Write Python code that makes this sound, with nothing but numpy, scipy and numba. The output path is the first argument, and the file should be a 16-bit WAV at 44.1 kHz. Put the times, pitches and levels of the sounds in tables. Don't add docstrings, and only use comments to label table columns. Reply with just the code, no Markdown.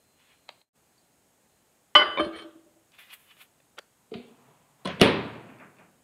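import sys
import numpy as np
from scipy import signal
from scipy.fft import rfft, irfft, next_fast_len
from scipy.io import wavfile
from scipy.ndimage import uniform_filter1d, minimum_filter1d, map_coordinates
from numba import njit

SR = 44100
rng = np.random.default_rng(int(sys.argv[2]) if len(sys.argv) > 2 else 0)


def convert_level_to_amplitude(level_db):
    exponent = np.asarray(level_db, float) / 20
    return 10 ** exponent


def int16_out(signal):
    q = np.round(np.clip(np.atleast_2d(signal).T, -1, 1) * 32767)
    wavfile.write(sys.argv[1], SR, q.astype(np.int16))


N = 265923
T = np.arange(N) / SR

# start in seconds, level in dB, contact length in ms, brightest frequency in Hz.
SET_DOWN = [
    (1.9512, -23.5, 1.45, 9000),
    (1.9545, -12, 3.1, 3520),
    (1.9605, -23, 0.37, 16000),
    (1.9935, -20.5, 7, 2320),
    (2.008, -25, 6.3, 1840),
    (2.015, -19.5, 8, 1760),
    (2.024, -27.5, 8.4, 2330),
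    (2.032, -28, 4.6, 2300),
]
ROCKING = [(2.174, -48, 7.5, 3230), (2.194, -50.5, 6.9, 11000), (2.193, -30, 8.6, 1540),
           (2.203, -41, 6.4, 5000), (2.228, -55, 9.8, 9200), (2.245, -52, 7.1, 8700),
           (2.318, -52.5, 240, 3800), (2.353, -52.5, 28, 10500), (2.38, -51, 28, 11000),
           (2.42, -56, 6.8, 7000)]
THUDS = [(1.955, -35, 5.3, 490), (2.192, -33, 28, 810), (2.203, -32.5, 5.4, 700), (2.26, -34.5, 21, 520),
         (2.438, -48, 15.4, 500), (2.55, -54.5, 19, 400), (2.655, -65, 16.3, 888), (2.76, -68, 16.5, 700)]
ROLLER_KNOCKS = [(2.174, -35.5, 0.7, 4010), (2.178, -41, 1, 3983), (2.185, -31.5, 0.79, 3990),
                 (2.192, -42, 2, 2500), (2.1975, -36, 0.99, 2010)]
BUMPS = [
    (1.953, -35.5, 17, 200),
    (2.05, -41, 40, 196),
    (2.2, -32.5, 23, 200),
    (2.33, -42, 36, 200),
    (4.13, -44, 30, 201),
]
# start in seconds, level in dB, contact length in ms, brightest frequency in Hz.
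KNOCK = [(4.1105, -53, 13, 821), (4.117, -33, 5.9, 700), (4.139, -36, 2.4, 917), (4.146, -33.5, 3.5, 600),
         (4.152, -29, 3.3, 700), (4.172, -41.5, 3.6, 600), (4.19, -47.5, 9.6, 600), (4.48, -53.5, 24, 885)]
RATTLE = [(4.112, -57, 9.2, 3500), (4.132, -58, 2.4, 5030), (4.139, -44, 0.33, 5170),
          (4.1435, -47, 0.71, 4000), (4.19, -68.5, 10, 3500), (4.83, -63, 10, 1517)]
HOOKS = [
    (4.8485, -46.5, 3.9, 11000),
    (4.853, -34, 8.1, 9860),
    (4.872, -35, 6.2, 9000),
    (4.883, -37, 37, 3960),
    (4.895, -42.5, 19, 4000),
    (4.975, -45, 10, 500),
    (4.997, -39, 2.1, 9000),
    (5.004, -38.5, 12, 12000),
    (5.009, -19.5, 21, 9000),
]
SNAP = [
    (5.0146, -19.5, 0.051, 19150),
]
SETTLING = [(5.338, -48, 0.19, 4470), (5.352, -52, 0.6, 4000), (5.49, -55.5, 0.28, 3000),
            (5.586, -54.5, 0.79, 4400), (5.6, -54, 1, 2600), (5.768, -62.5, 0.15, 4000),
            (5.786, -61.5, 0.22, 6000)]
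# start in seconds, level in dB, contact length in ms, brightest frequency in Hz.
TICKS = [(.482, -54, 5.3, 5000), (.4903, -34.5, 0.019, 12000), (.4922, -42.5, 0.045, 9000),
         (.5, -52, 6.7, 4000), (.575, -64, 8, 4000), (.615, -53.5, 0.1, 9000)]
BANGLE = [
    (.978, -62, 3.5, 7000),
    (1.01, -74, 5, 7000),
]
CLICKS = [(2.918, -56, 3.4, 14000), (2.986, -63, .5, 5000), (3.102, -52.5, 0.2, 5900),
          (3.368, -46, 0.084, 3010), (3.6, -56, 3.64, 3980), (3.77, -49, 4.6, 2996), (3.776, -43, 6, 4020),
          (3.787, -35, 2, 19030), (3.793, -46, 2, 6000)]
CATCH_SLIPS = [
    (3.7826, -47, 0.35, 1820),
    (3.7842, -35, 0.066, 2530),
    (3.7865, -46, 0.034, 9000),
    (3.789, -41.5, 0.043, 9000),
]

# frequency in Hz, level in dB, seconds to fade by 60 dB.
BOWL = [(1063, -13, 0.45), (1225, -20, 0.51), (1207, -4.5, 0.18), (1420, -16.5, 0.18), (1489, -9.5, 0.35),
        (1550, -17, 0.15), (2033, -10, 0.4), (2056, -5.5, 0.28), (2156, -11.5, 0.32), (2440, -13.5, 0.26),
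        (2638, -22, 0.39), (3018, -8, 0.95), (3017, 1, 0.14), (3260, -9.5, 0.19)]
RIM = [(3560, -24, .07), (4160, -14.5, .15), (4770, -21.5, .4), (4858, -20.5, 0.34), (5483, -16, .24),
       (6611, -40.5, 0.17), (6939, -28.5, 0.082), (7870, -32.5, 0.1), (8489, -30, 0.14),
       (8320, -33.5, 0.16), (9631, -28, .08), (9800, -39.5, 0.5), (9610, -39, .5), (10450, -34, 0.13)]
TILTED_BOWL = [(1006, -27.5, 0.15), (1317, -9.5, 0.1), (2245, 5, 0.06), (3100, 1, 0.13),
               (4230, -5.5, 0.097), (4860, -23.5, 0.22), (5540, -20, 0.15), (8590, -16, 0.19),
               (9670, -11, 0.15)]
PLATE = [(351.5, -23, .6), (438, -23.5, 0.94), (600, -8.5, 0.28), (850, -25, .3)]
LOOSE_PLATE = [(276, -12, .3), (320, 5.5, .05), (325, -12, 0.84), (331.4, -13, 0.5), (375, -21, .3),
               (450.7, -20.5, .2), (598, 1.5, 0.23), (638, -17, .2)]
ROLLER = [(601, -6.5, 0.069), (1068, -1.5, 0.17), (1440, -13, 0.042), (2331, 7, 0.055), (3596, 9, 0.053)]
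# frequency in Hz, level in dB, seconds to fade by 60 dB.
DOOR = [(237.3, -14, 0.202), (316, -14.5, 0.11), (385, -15.5, 0.16), (443, -6, 0.06), (657, -11, 0.099),
        (700, -18.5, 0.2)]
CASE = [(85, -6, 0.69), (115.5, -16, 1), (208.6, -16, 0.49), (268, -22, 0.57), (385, -10.5, 0.53),
        (440.7, -9.5, 0.39), (558, -9.5, 0.41), (600, -21.5, 0.14), (696, -26, 0.76), (1016, -14.5, 0.3),
        (1170, -18, 0.52),
        (1910, -14.5, 0.3), (2265, -29, 0.51), (2394, -22, .45), (2570, -23.5, 0.57), (3070, -25.5, 0.3),
         (3280, -22.5, .35)]
LATCH = [(202.5, 5.5, 0.038), (400, 3.5, 0.049), (1310, 4.5, 0.013), (2930, 17.5, 0.011), (4220, 11, .01),
         (5440, 7.5, 0.0092), (10010, 6, .006), (13470, 3.5, 0.0044)]
TRIM = [(2313, -10.5, .3), (2450, -7, 0.27), (2650, 0.5, 0.043), (3500, -7, 0.036), (4400, -5, 0.0195)]
# frequency in Hz, level in dB, seconds to fade by 60 dB.
BANGLE_TONES = [(4570, -3, 0.064), (4740, -5, 0.042)]
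CATCH = [(490, -12, 0.031), (1414, -5, 0.0089), (2236, -7, 0.0088), (2846, -13, 0.017), (3340, -1, .015),
         (4500, -14, 0.0088), (5540, -20, 0.022), (6900, -19, .012)]
CREASE = [(2060, -13, 0.037), (2520, 0, 0.021), (2950, -10, 0.13), (3450, -0.5, 0.04)]

# frequency in Hz, level in dB per Hz.
GLASS_TAIL = [(59, -55), (100, -25), (323, -4.5), (923, -19), (1180, -7.5), (2050, -22), (2410, -24.5),
              (3090, -14), (7000, -52.5), (9100, -84.5), (15400, -120)]
WORKTOP = [(30, -10.5), (60, 0), (110, 0.5), (170, -8), (300, -29), (1000, -77)]
# frequency in Hz, level in dB per Hz.
KNOCK_TAIL = [(35, -61.5), (60, -24.5), (172, -37), (242, -2), (320, -23.5), (440, -13), (495, -17),
              (536, -23), (4010, -35.5), (7000, -9), (9100, -99), (15400, -120)]
HINGE = [(70, -17), (140, 11), (260, -8.5), (500, -4.5), (1000, 1.5), (1500, -9), (3000, -13.5),
         (6000, -29)]
GRIT = [(300, -24), (1000, -7), (3000, -4), (4200, -3.5), (7000, -20.5), (11000, -26.5), (15500, -42.5)]
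HOOK_TAIL = [(35, -48), (60, -19), (194, 5.5), (310, -27), (432, -1.5), (821, -21.5), (1000, -8),
             (2490, -13.5), (6600, -32.5), (9830, -57), (12000, -57), (15600, -88)]
CRACK = [(88, -28.5), (150, -18.5), (411, 0), (812, -18), (1370, -6.5), (2140, -27), (2920, -0.5),
         (3760, -13), (4310, -16), (5650, -21.5), (8330, -26), (9920, -11), (15500, -42.5)]
SLAM_TAIL = [(50, -43.5), (80, -6), (130, -2), (240, 1.5), (500, -3), (780, -8.5), (1150, -8),
             (1500, -10.5), (2400, -10), (3800, -13), (5200, -26), (7000, -37), (9700, -19), (11300, -34),
             (13500, -31), (15500, -40)]
KITCHEN = [(41, -45.5), (70, -8.5), (150, -3), (411, -14), (504, -15.5), (731, -14.5), (1060, -15.5),
           (2690, -22), (3980, -38), (6000, -37), (7800, -78.5), (13200, -120)]
# frequency in Hz, level in dB per Hz.
TICK = [(120, -47), (200, -20), (641, 6.5), (1840, -8.5), (2290, -1), (3890, -2.5), (4660, 1),
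        (5200, -19.5), (8050, -17.5), (9480, -39), (13600, -35), (15500, -51)]
CLICK = [(120, -46), (200, -35), (471, 0.5), (728, -17), (1380, -5), (2560, -10.5), (3360, -4),
         (3820, -14.5), (4580, -6), (6130, -14), (10600, -13.5), (15500, -27)]
CLOTH_LOW = [(410, -32), (700, -15.5), (780, -12), (853, -20), (1050, -9), (1130, -10), (2980, -5),
             (6000, -26), (7800, -53), (13200, -120)]
CLOTH_HIGH = [(3530, -54), (6000, -20), (7950, -11), (9100, -9), (10300, -5.5), (12500, -4.5), (14000, -7),
              (15500, -11)]
AIR = [(15, -51), (25, -15), (133, -6.5), (261, -6.5), (328, -9.5), (576, -10), (772, -10.5), (1040, -14),
       (1160, -15.5), (2860, -20), (5500, -24.5), (7150, -51), (12100, -120)]
HISS = [(3240, -33.5), (5500, -9), (5980, -6), (6630, 1.5), (7240, -2), (7900, 1), (9280, -2), (10700, -5),
        (12600, -5.5), (14900, -7), (15600, -13)]
# frequency in Hz, seconds to fade by 60 dB.
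ROOM_T60 = [(60, 1), (150, 0.88), (400, 1), (1000, .85), (2500, 0.79), (4000, 0.8), (6000, 0.4),
            (10000, 0.34), (14000, 0.14)]

# peak in seconds, level in dB, rise and fall in ms per 10 dB.
DRAGS = [
    (4.22, -71.5, 20, 600),
    (4.475, -68.5, 230, 220),
    (4.81, -70, 17, 200),
]
# peak in seconds, level in dB, rise and fall in ms per 10 dB, fibre hiss over fold in dB.
FOLDS = [(.2, -71.5, 23, 130, -15), (.32, -70, 69, 45, -14), (2.94, -64, 10, 73, -12),
         (2.987, -55, 3.1, 64, -7.5), (3.108, -57, 13, 15, -25), (3.136, -50.5, 12.5, 12.5, -1.5),
         (3.199, -71, 51, 122, 2.5), (3.314, -60.5, 24, 19, -19), (3.417, -54.5, 24, 20, -4.5)]
# peak in seconds, level in dB, rise and fall in ms per 10 dB.
WHINE = [(.1, -80, 300, 300), (.33, -91, 100, 100), (.66, -73, 200, 30), (1.0, -82, 120, 100),
         (1.55, -86, 200, 200)]
AIR_DB = -75, -75.5
SCENE_DB = 4, 4.5
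BACK_S = 0.732


def bowl():
    down = contacts(SET_DOWN, 480)
    rock = contacts(ROCKING, 276)
    thud = contacts(THUDS, 240)
    rollers = contacts(ROLLER_KNOCKS, 450, clean=True)
    glass = ring(down, BOWL, grip()) + ring(down, RIM)
    glass = glass + convert_level_to_amplitude(3.0) * ring(rock, TILTED_BOWL, longest=0.45)
    plate = convert_level_to_amplitude(-4.5) * ring(down, PLATE) + convert_level_to_amplitude(1) * ring(thud, LOOSE_PLATE)
    cavity = convert_level_to_amplitude(-15.5) * wash(down, GLASS_TAIL, 0.7, 6)
    cavity = cavity + convert_level_to_amplitude(-4.0) * wash(rock + 0.5 * thud, GLASS_TAIL, 0.66, 1.6)
    rub = convert_level_to_amplitude(14) * wash(rock, GLASS_TAIL, 0.051, 0.54)
    worktop = convert_level_to_amplitude(-14) * wash(contacts(BUMPS, 30), WORKTOP, 0.2, 4.4)
    return glass + plate + ring(rollers, ROLLER) + cavity + rub + convert_level_to_amplitude(3.0) * thud + worktop


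def grip():
    held, squeeze, free, seated = 2.3, 21, 0.34, 5.5
    late = (T - 2.034) * 1000 / 5.0
    after = np.where(T < ROCKING[0][0], free, seated)
    return np.where(late < 0, held, after) + squeeze * np.exp(-late ** 2)


def door():
    sweep = swells(DRAGS).sum(axis=1) * colour(rng.standard_normal(N), HINGE)
    sound = door_knock() + sweep + door_shutting()
    return signal.lfilter(*signal.butter(5, 100, "high", fs=SR), sound)


def door_knock():
    knock, rattle = contacts(KNOCK), contacts(RATTLE, 1700)
    panel = ring(knock, DOOR) + convert_level_to_amplitude(-11.0) * wash(knock, KNOCK_TAIL, 0.75, 2.1)
    trim = convert_level_to_amplitude(5.5) * wash(rattle, TICK, 0.043, 0.26) + convert_level_to_amplitude(-9.5) * wash(rattle, TICK, 0.59, 4.1)
    return panel + trim


def door_shutting():
    hooks, settle = contacts(HOOKS), contacts(SETTLING, 257)
    snap = contacts(SNAP, 130, clean=True)
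    scrape = convert_level_to_amplitude(13.5) * colour(hooks, GRIT) + convert_level_to_amplitude(6.5) * wash(hooks, SLAM_TAIL, 0.057, 0.18)
    scrape = scrape + convert_level_to_amplitude(-8.5) * wash(hooks, HOOK_TAIL, 0.78, 3.8)
    crack = convert_level_to_amplitude(13.0) * wash(snap, CRACK, 0.015, 0.2)
    metal = ring(snap, LATCH) + ring(snap + convert_level_to_amplitude(-4.5) * hooks, CASE)
    slam = crack - metal + convert_level_to_amplitude(-4.5) * wash(snap, SLAM_TAIL, 0.7, 1.7)
    room = convert_level_to_amplitude(-19.5) * wash(snap, KITCHEN, 1.67, 30) + convert_level_to_amplitude(4) * wash(settle, KITCHEN, 0.5, 8)
    return scrape + slam + room + convert_level_to_amplitude(-0.5) * ring(settle, TRIM)


def ticks():
    out = ring(contacts(BANGLE), BANGLE_TONES)
    out = out + ring(contacts(CATCH_SLIPS, 450, clean=True), CATCH)
    for rows, spectrum, tail_db in ((TICKS, TICK, -26), (CLICKS, CLICK, -32)):
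        force = contacts(rows, 590)
        out = out + convert_level_to_amplitude(1.0) * wash(force, spectrum, 0.021, 0.29)
        out = out + convert_level_to_amplitude(tail_db) * wash(force, spectrum, 0.41, 4)
    return out


def sleeve():
    grit = rng.standard_normal((2, N))
    size = np.minimum(rng.exponential(size=N), 7)
    folds = colour(grit[0] * convert_level_to_amplitude(1.8 * size), CLOTH_LOW)
    fibres = colour(grit[1] * convert_level_to_amplitude(1.2 * size), CLOTH_HIGH)
    creases = drifting(ring(folds, CREASE))
    folds = convert_level_to_amplitude(-1) * folds / folds.std() + convert_level_to_amplitude(-5.5) * creases / creases.std()
    hiss = swells([(s + 0.0039, db + up, rise, fall) for s, db, rise, fall, up in FOLDS])
    return swells(FOLDS).sum(axis=1) * folds + hiss.sum(axis=1) * fibres / fibres.std()


def drifting(x):
    share, changes_hz = 0.045, 14
    size = int(SR / changes_hz)
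    steps = np.repeat(rng.standard_normal(N // size + 1), size)[:N]
    walk = uniform_filter1d(steps, size=size)
    return map_coordinates(x, [np.cumsum(1 + share * walk)], mode="mirror")


def air():
    wander = np.cumsum(0.066 * rng.standard_normal(N))
    whine = np.sin(2 * np.pi * 4120 * T + wander)
    tone = convert_level_to_amplitude(2.5) * colour(rng.standard_normal(N), AIR)
    tone = tone + convert_level_to_amplitude(-0.5) * colour(rng.standard_normal(N), HISS)
    return convert_level_to_amplitude(np.where(T < BACK_S, *AIR_DB)) * tone + swells(WHINE).sum(axis=1) * whine


def contacts(rows, low_hz=100, clean=False):
    size = 2048
    force = np.zeros(N)
    age_ms = T[:size] * 1000
    bass_cut = signal.butter(2, low_hz, "high", fs=SR)
    for (s, db, ms, hz), grit in zip(rows, rng.standard_normal((len(rows), size))):
        age = age_ms / ms
        burst = (1 if clean else grit) * np.sqrt(age) * np.exp(-2.5 * age)
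        burst = burst / np.sqrt(np.sum(burst ** 2))
        burst = signal.lfilter(*signal.butter(3, min(hz, 0.45 * SR), fs=SR), burst)
        start = int(s * SR)
        force[start:start + size] += convert_level_to_amplitude(db) * signal.lfilter(*bass_cut, burst)
    return force


@njit
def resonate(x, turn, loss, damping):
    y, z = np.zeros(len(x)), 0j
    for i in range(len(x)):
        z = z * turn * (1 - loss * damping[i]) + x[i]
        y[i] = z.imag
    return y


def ring(force, modes, damping=np.ones(N), longest=1.2):
    out = np.zeros(N)
    for hz, db, t60 in modes:
        turn = np.exp(2j * np.pi * hz / SR)
        loss = np.log(1000) / (min(t60, longest) * SR)
        out = out + convert_level_to_amplitude(db) * resonate(force + 1e-18, turn, loss, damping)
    return out


def wash(force, spectrum, stretch, onset_ms):
    size = 1 << 16
    hz = np.fft.rfftfreq(size, 1 / SR)
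    noise = rfft(colour(rng.standard_normal(size), spectrum))
    tail = np.zeros(size)
    for centre in 2 ** np.arange(5.5, 14.6, 0.5):
        band = irfft(noise * np.clip(1 - abs(2 * np.log2((hz + 1) / centre)), 0, 1))
        fade_db = -60 * T[:size] / (stretch * on_log(ROOM_T60, centre))
        tail = tail + band * convert_level_to_amplitude(np.maximum(fade_db, -200))
    tail = tail * (1 - np.exp(-T[:size] * 1000 / onset_ms))
    return signal.oaconvolve(force, tail)[:N]


def colour(x, spectrum):
    size = next_fast_len(len(x))
    gain = convert_level_to_amplitude(on_log(spectrum, np.fft.rfftfreq(size, 1 / SR)))
    return irfft(rfft(x, size) * gain, size)[:len(x)] / np.sqrt(np.mean(gain ** 2))


def on_log(table, hz):
    return np.interp(np.log(hz + 1), np.log([r[0] for r in table]), [r[1] for r in table])


def swells(rows):
    s, db, rise, fall = np.array([r[:4] for r in rows]).T
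    late = (T[:, None] - s) * 1000
    return convert_level_to_amplitude(np.maximum(db - 10 * np.maximum(-late / rise, late / fall), -200))


def scene_change():
    faded_db = -22
    out = SCENE_DB[0] + faded_db * np.clip((T - 0.612) * 1000 / 50, 0, 1)
    back = SCENE_DB[1] + faded_db * np.clip(1 - (T - BACK_S) * 1000 / 28, 0, 1)
    return np.where(T < 0.691, convert_level_to_amplitude(out), convert_level_to_amplitude(back) * (T > BACK_S))


def scene():
    mix = bowl() + door() + ticks() + sleeve() + air()
    return (mix * scene_change())[None]


def roll_off(x):
    return signal.sosfilt(signal.butter(12, 16330, fs=SR, output="sos"), x)


def record(dry):
    x = signal.sosfilt(signal.butter(2, 50, "high", fs=SR, output="sos"), dry)
    x = signal.sosfilt(signal.ellip(8, 0.2, 60, 15600, fs=SR, output="sos"), x)
    room_left = minimum_filter1d(np.minimum(0.95 / (abs(x) + 1e-9), 1), size=129)
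    return roll_off(x * uniform_filter1d(room_left, size=65))


dry = scene()
out = record(dry)
int16_out(out)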